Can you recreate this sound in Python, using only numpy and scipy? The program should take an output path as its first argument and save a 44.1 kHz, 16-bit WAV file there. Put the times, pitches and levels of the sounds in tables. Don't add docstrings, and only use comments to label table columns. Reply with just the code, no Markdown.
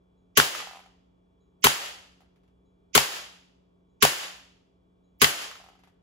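import sys
import numpy as np
from scipy import signal
from scipy.fft import rfft, irfft, next_fast_len
from scipy.io import wavfile
from scipy.ndimage import uniform_filter1d, map_coordinates

SR = 44100
rng = np.random.default_rng(int(sys.argv[2]) if len(sys.argv) > 2 else 0)


def master_out(mix):
    frames = np.transpose(np.atleast_2d(mix))
    ceiling = np.clip(frames, -1, 1)
    pcm = np.round(ceiling * 32767).astype(np.int16)
    wavfile.write(sys.argv[1], SR, pcm)


def gain_from_db(level_db):
    decades = np.asarray(level_db, float) / 20
    return 10 ** decades


N = 265482

# f/Hz, density/dB per Hz
RUMBLE = [(20, -29), (40, -3), (60, -3.5), (124, -9), (200, -13.5), (400, -11), (700, -21), (1150, -25.5),
          (1640, -35), (2400, -40.5), (3300, -36), (4200, -46.5), (8000, -52), (16500, -57)]
# f/Hz, likeness
RUMBLE_ALIKE = [(60, 1), (180, 0.52), (550, -0.37), (1650, -0.67), (4970, -1.8), (15000, -0.41)]
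# f/Hz, level/dB rms
HUM = [(60, -74), (181, -71), (271.5, -79.5), (395, -83.5), (436, -88), (661, -90.5), (889, -95),
       (1114, -97), (2309, -101), (2369, -102), (3365, -94.5)]
# t/s, level/dB
TRIGGER = [
    (.17, -91),
    (1.402, -86),
    (2.65, -90),
    (3.89, -92),
    (5.035, -87),
]
# f/Hz, level/dB, t60/s
SPRING = [(3250, -8, .2), (3898, 0, .4), (4010, -4, .25), (4150, -8, .15), (6697, 0, .45), (6790, -6, .25)]
FIRED = [
    .3732,
    1.6421,
    2.9513,
    4.0246,
    5.2176,
]
# delay/ms, left level/dB, right level/dB
WALLS = [(0, 3.2, -7.5), (1.3, -3, -6.5), (3.1, 2.6, -5), (4.1, -4, -8), (5.3, -9.5, -6), (6.7, -7, -1),
         (9, -6.5, -8.5), (11.9, -7, -11)]
# f/Hz, level/dB
JET = [(300, -9), (1000, 5), (2500, -5.5), (5000, -10.5), (8000, -6.5), (12000, -7.5), (16000, -16.5),
       (17000, -120)]
# f/Hz, level/dB
WHISTLE = [(12500, -40), (14000, -3), (15300, 0), (15900, -2), (16300, -40)]
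# f/Hz, level/dB
SWELL = [(1300, -29), (2100, 0), (3300, 0), (4000, -14), (4900, -2), (6800, 0), (7400, -6.5), (7700, -44.5)]
# f/Hz, width/Hz, level/dB
BARREL = [(1210, 120, 1.5), (1270, 310, -3), (1800, 67, -2), (2920, 99, -3.5), (3470, 1500, -10),
          (5530, 600, -7), (6400, 370, -3.5), (10100, 450, 1.5)]
# f/Hz, level/dB, t60/s
BOOM = [(65.4, -23.5, 0.16), (92.6, -22.5, 0.12), (147, -19, 0.17), (244, -14, .07), (308, -16.5, 0.05),
        (412, -8.5, 0.065), (1138, -8, 0.082), (2120, -17.5, .04)]
# tear level/dB, thump level/dB, thump f/Hz, slap level/dB, plate-to-backing delay/ms
IMPACTS = [
    (-15.5, 0.5, 1600, -3.5, 1.3),
    (-7.5, -1.5, 900, 2, 1.6),
    (-6.5, -1.4, 866, 4.5, 1.8),
    (-5, -0.95, 740, -4.5, .9),
    (-7.5, -9, 1100, 5, 0.57),
]
# f/Hz, level/dB
PAPER = [(2000, -23.5), (4500, -3), (7000, 2), (11000, -3.5), (16000, -11.5)]
# f/Hz, width/Hz, level/dB
BACKING = [(430, 300, -15), (1900, 190, -5), (2850, 350, -4.5), (3600, 500, -8.5)]
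# f/Hz, level/dB
SLAP = [(900, -29), (1700, -2.5), (2200, -4.5), (2750, 0), (3600, -4), (4500, -7), (7000, -25.5)]
# f/Hz, t60/s
HALL_T60 = [(100, 0.43), (250, .45), (600, 0.65), (1500, 0.57), (3000, 0.64), (6000, 0.59), (11000, 0.47),
            (15000, 0.45)]
# f/Hz, level/dB
HALL_TONE = [(50, -20), (150, -18), (400, -3), (700, -3.5), (1200, 0), (1800, 1), (2300, -2), (3000, 1),
             (4000, -4.5), (5000, -2.5), (5800, -8), (6700, -3.5), (11000, -8.5), (15000, -9)]
# f/Hz, likeness
HALL_ALIKE = [(60, 0.87), (150, 0.044), (300, 0.69), (1000, 0), (5000, 0.063), (9000, .85), (15000, 0.75)]
# multiple of the pitch, width as share of f, level/dB
TRAP = [(1.001, 0.14, -0.5), (1.7, 0.12, -9)]
# f/Hz, level/dB
TICK = [(400, -6), (900, 8), (2500, 8), (6000, -3.5), (11000, -7.5), (16000, -4)]
# t/s, peak level/dB
RIM_HOPS = [
    (.549, -26.5),
    (.589, -38),
    (.602, -35),
    (.835, -57),
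    (5.513, -38),
    (5.554, -42),
]
# t/s, peak level/dB
PAN_HOPS = [(.625, -38), (.671, -35.5), (.689, -49), (.71, -39.5), (.733, -41), (.747, -45), (.756, -41),
            (.77, -41.5), (.791, -45), (.802, -45.5), (.819, -61), (.859, -49), (.871, -70), (5.6, -45),
            (5.613, -58), (5.64, -45.5), (5.662, -47.5), (5.686, -46), (5.699, -55), (5.718, -57.5),
            (5.732, -57), (5.752, -55)]
# t/s, peak level/dB, knock level/dB
DROPS = [
    (2.2052, -59.5, 4),
    (2.2186, -73, 19),
    (2.3592, -68.5, -1),
    (2.4344, -72, -0.5),
    (2.4774, -72, -4.5),
    (5.7914, -62.5, 4.5),
    (5.8354, -57, 4),
    (5.8732, -61, 5),
]
# f/Hz, width/Hz, level/dB
LOST = [(9150, 900, -40), (13150, 1300, -40), (17900, 4000, -60)]
# f/Hz, width/Hz, level/dB
NEVER = (9150, 600, -22)

RUMBLE_DB = -65
WAVER_DB, WAVER_DB_PER_OCTAVE = 1.4, -0.18
RIM_HZ, RIM_CLICK_DB = 1267, 3
PAN_HZ, PAN_CLICK_DB = 753, -2
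HOP_SCATTER = .045
LEAD_S = .03
RIGHT_LATER_MS = .3
FLIGHT_S = .0255
DIP_HZ, DIP_WIDTH_HZ, DIP_LEFT = 810, 750, 0.05
DUCK_DB, DUCK_FALL_S, DUCK_HOLD_S, DUCK_RISE_S = -3, .12, 0.023, 0.075
OVERSHOOT_DB, REST_DB, SETTLE_S = 3.5, 2.5, 0.11
WHOLE_S = .01
TOP_HZ, TOP_GATE_DB, TOP_RAGGED_DB = 13700, -87, 14
EDGE_LOW_HZ, EDGE_HIGH_HZ, EDGE_KEPT = 8400, 8800, .4


def unit(x):
    return x / np.sqrt(np.mean(x ** 2) + 1e-20)


def along(points, hz):
    f, v = np.transpose(points)
    return np.interp(np.log(hz + 1), np.log(f + 1), v)


def filtered(x, response):
    m = next_fast_len(x.shape[-1] + 2048, real=True)
    spectrum = rfft(x, m) * response(np.fft.rfftfreq(m, 1 / SR))
    return irfft(spectrum, m)[..., :x.shape[-1]]


def low_cut(x, hz):
    return filtered(x, lambda f: (1j * f / (hz + 1j * f)) ** 2)


def body(modes):
    def response(f):
        total = 0
        for k, (c, w, db) in enumerate(modes):
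            total = total + (-1) ** k * gain_from_db(db) * 1j * f * w / (c * c - f * f + 1j * f * w)
        return total
    return response


def paired(two, alike, lag_ms):
    def mid_side(hz):
        turn = np.arccos(np.clip(along(alike, hz), -1, 1)) / 2
        return np.array([np.cos(turn), np.sin(turn)])
    mid, side = filtered(two, mid_side)
    pair = np.array([mid + side, mid - side])
    return filtered(pair, lambda hz: np.exp(-2j * np.pi * hz * [[lag_ms / 1000], [0]]))


def burst(t, t60, spectrum):
    noise = paired(rng.standard_normal((2, t.shape[-1])), HALL_ALIKE, lag_ms=.18)
    noise = unit(filtered(noise, lambda hz: gain_from_db(along(spectrum, hz))))
    return noise * (t > 0) * gain_from_db(-60 * np.abs(t) / t60)


def ring(t, modes):
    onset = 1 - np.exp(-t / .004)
    return sum(gain_from_db(db - 60 * t / t60) * np.sin(2 * np.pi * hz * t) * onset for hz, db, t60 in modes)


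def add(out, x, s):
    k = round(s * SR)
    out[..., k:k + x.shape[-1]] += x[..., :N - k]


def house():
    noise = filtered(rng.standard_normal((2, N)), lambda hz: gain_from_db(along(RUMBLE, hz)))
    out = gain_from_db(RUMBLE_DB - 3.0) * unit(paired(noise, RUMBLE_ALIKE, lag_ms=0.07))
    t = np.arange(N) / SR
    for hz, db in HUM:
        waver_db = WAVER_DB + WAVER_DB_PER_OCTAVE * abs(np.log2(hz / 200))
        waver = map_coordinates(rng.standard_normal(80), [12 * t])
        drift = .3 * waver_db * map_coordinates(rng.standard_normal(80), [9 * t])
        phase = rng.uniform(0, 2 * np.pi) + drift
        out = out + np.sqrt(2) * gain_from_db(db + waver_db * waver) * np.sin(2 * np.pi * hz * t + phase)
    return out


def trigger():
    out, t = np.zeros(N), np.arange(SR // 4) / SR
    for s, db in TRIGGER:
        add(out, gain_from_db(db) * ring(t, SPRING), s)
    return out


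def knock(t, hz):
    contact = np.exp(-((t - .001) / 0.000088) ** 2)
    one = filtered(contact, body([(hz * k, hz * k * w, db) for k, w, db in TRAP]))
    answer = gain_from_db(-9) * np.roll(one, round(.013 * SR))
    return (one + answer) / one.max()


def pellets():
    out, t = np.zeros((2, N)), np.arange(SR // 10) / SR
    for hops, hz, click_db in [(RIM_HOPS, RIM_HZ, RIM_CLICK_DB), (PAN_HOPS, PAN_HZ, PAN_CLICK_DB)]:
        for s, db in hops:
            spot_hz = hz * (1 + HOP_SCATTER * rng.standard_normal())
            click = gain_from_db(click_db - 8.0) * burst(t, 0.084, TICK)
            add(out, gain_from_db(db - 2.5) * (knock(t, spot_hz) + click), s)
    for s, db, knock_db in DROPS:
        tick = gain_from_db(-5.0) * burst(t, 0.16, TICK)
        add(out, gain_from_db(db) * (gain_from_db(knock_db - 3) * knock(t, hz=750) + tick), s)
    return out


def bangs():
    out = np.zeros((1, N))
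    for s, (_, thump_db, _, _, later_ms) in zip(FIRED, IMPACTS):
        out[0, round(s * SR)] = gain_from_db(15.5)
        out[0, round((s + FLIGHT_S + later_ms / 1000) * SR)] = gain_from_db(thump_db + 1.0)
    return out


def hallway(x):
    out = np.zeros((2, N))
    starts = [round((s - LEAD_S) * SR) for s in FIRED]
    for a, b in zip(starts, starts[1:] + [N]):
        hz, t, z = signal.stft(rng.standard_normal((2, SR)), SR, nperseg=256)
        decay_db = along(HALL_TONE, hz)[:, None] - 60 * t / along(HALL_T60, hz)[:, None]
        tail = signal.istft(z * gain_from_db(decay_db), SR, nperseg=256)[1]
        tail = paired(tail / np.linalg.norm(tail[0]), HALL_ALIKE, lag_ms=.18)
        add(out, signal.fftconvolve(x[:1, a:b], tail, axes=1), a / SR + .009)
    return out


def pop(t):
    u = np.clip(t / .00006 + 1, 0, None)
    return low_cut(u * (2.5 - u) * np.exp(1 - u), 800)


def near_walls(t):
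    delay_ms, *wall_db = np.transpose(WALLS)
    when = t - (delay_ms[:, None, None] + np.array([[0], [RIGHT_LATER_MS]])) / 1000
    gain = gain_from_db(np.transpose(wall_db))[..., None]
    pops = np.sum(gain * pop(when), axis=0)
    puffs = np.sum(gain * (when > 0) * gain_from_db(-60 * np.abs(when) / 0.0097), axis=0)
    return pops, puffs


def hollowed(x):
    def notch(f):
        rest = DIP_HZ ** 2 - f * f
        return (rest + 1j * f * DIP_WIDTH_HZ * DIP_LEFT) / (rest + 1j * f * DIP_WIDTH_HZ)
    return filtered(x, notch)


def muzzle(t, pops, puffs):
    swell = burst(-t, 0.034, SWELL) * np.clip((t + 0.021) / 0.0027, 0, 1)
    shot = gain_from_db([[-40], [-22]]) * swell
    shot += gain_from_db(-17) * burst(t + .0012, .012, JET)
    shot += gain_from_db(-1) * pops
    shot += gain_from_db(-9.0) * filtered(pops, body(BARREL))
    shot += gain_from_db(-9.5) * puffs * burst(t, 0.97, JET)
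    shot += gain_from_db(-14.5) * burst(t, 0.15, JET)
    shot += gain_from_db(-21) * burst(t, .09, WHISTLE)
    boom_t = np.clip(t - np.array([[.003], [.0034]]), 0, None)
    return hollowed(shot) + gain_from_db([[0], [-5.5]]) * ring(boom_t, BOOM)


def target(t, tear_db, thump_db, thump_hz, slap_db, later_ms):
    at_plate = t - FLIGHT_S
    at_backing = at_plate - later_ms / 1000
    tear = gain_from_db(tear_db - 2.0) * burst(at_plate, 0.012, PAPER)
    blow = np.exp(-((at_backing - np.array([[0], [.0002]])) / .00007) ** 2)
    blow = blow + 0.1 * burst(at_plate, .01, JET)
    panel = [(hz, w, db + slap_db) for hz, w, db in BACKING] + [(thump_hz, 0.3 * thump_hz, 0)]
    thump = gain_from_db(thump_db + 16.5) * gain_from_db([[0], [-4]]) * filtered(blow, body(sorted(panel)))
    flutter = gain_from_db(slap_db - 13.5) * burst(at_backing, 0.033, SLAP)
    return tear - thump + flutter


def pistol():
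    out, t = np.zeros((2, N)), np.arange(SR // 4) / SR - LEAD_S
    pops, puffs = near_walls(t)
    for s, impact in zip(FIRED, IMPACTS):
        shot = muzzle(t, pops, puffs) + target(t, *impact)
        add(out, low_cut(shot, 45), s - LEAD_S)
    return out


def scene():
    balls = pellets()
    echo = hallway(bangs() + gain_from_db(-12.5) * balls[:1])
    return pistol() + balls + echo + trigger() + house()


def without(x, bands):
    return filtered(x, lambda hz: gain_from_db(sum(db * np.exp(-((hz - c) / (w / 2)) ** 8) for c, w, db in bands)))


def gated(x):
    hz, _, z = signal.stft(x, SR, nperseg=2048)
    frames = z.shape[2]
    level = uniform_filter1d(np.abs(z).mean(0), size=20, axis=0)
    patches = rng.standard_normal((len(hz) // 20 + 1, frames // 2 + 1))
    patches = np.kron(patches, np.ones((20, 2)))[:len(hz), :frames]
    keep = (hz[:, None] < TOP_HZ) | (level > gain_from_db(TOP_GATE_DB + TOP_RAGGED_DB * patches))
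    edge = (hz > EDGE_LOW_HZ) & (hz < EDGE_HIGH_HZ)
    lucky = np.repeat(rng.random(frames) < EDGE_KEPT, 2)[:frames]
    keep[edge] = lucky | (level[edge].mean(0) > gain_from_db(-58))
    return signal.istft(z * keep, SR, nperseg=2048)[1][:, :N]


def band_limit(x):
    return signal.sosfilt(signal.butter(12, 16960, fs=SR, output="sos"), x)


def record(dry):
    t = np.arange(N) / SR
    since = np.min([np.where(t >= s, t - s, 9) for s in FIRED], axis=0)
    x = low_cut(dry, 40)
    duck_s = np.cumsum([0, DUCK_FALL_S, DUCK_HOLD_S, DUCK_RISE_S, SETTLE_S])
    x = x * gain_from_db(np.interp(since, duck_s, [0, DUCK_DB, DUCK_DB, OVERSHOOT_DB, REST_DB]))
    x = x / (1 + np.abs(x / .9) ** 6) ** (1 / 6)
    x = filtered(x, lambda hz: 1 / (1 + (hz / 16200) ** 60))
    whole = uniform_filter1d(1. * (since < WHOLE_S), size=300)
    x = whole * without(x, [NEVER]) + (1 - whole) * without(x, LOST)
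    return band_limit(gated(x))


dry = scene()
out = record(dry)
master_out(out)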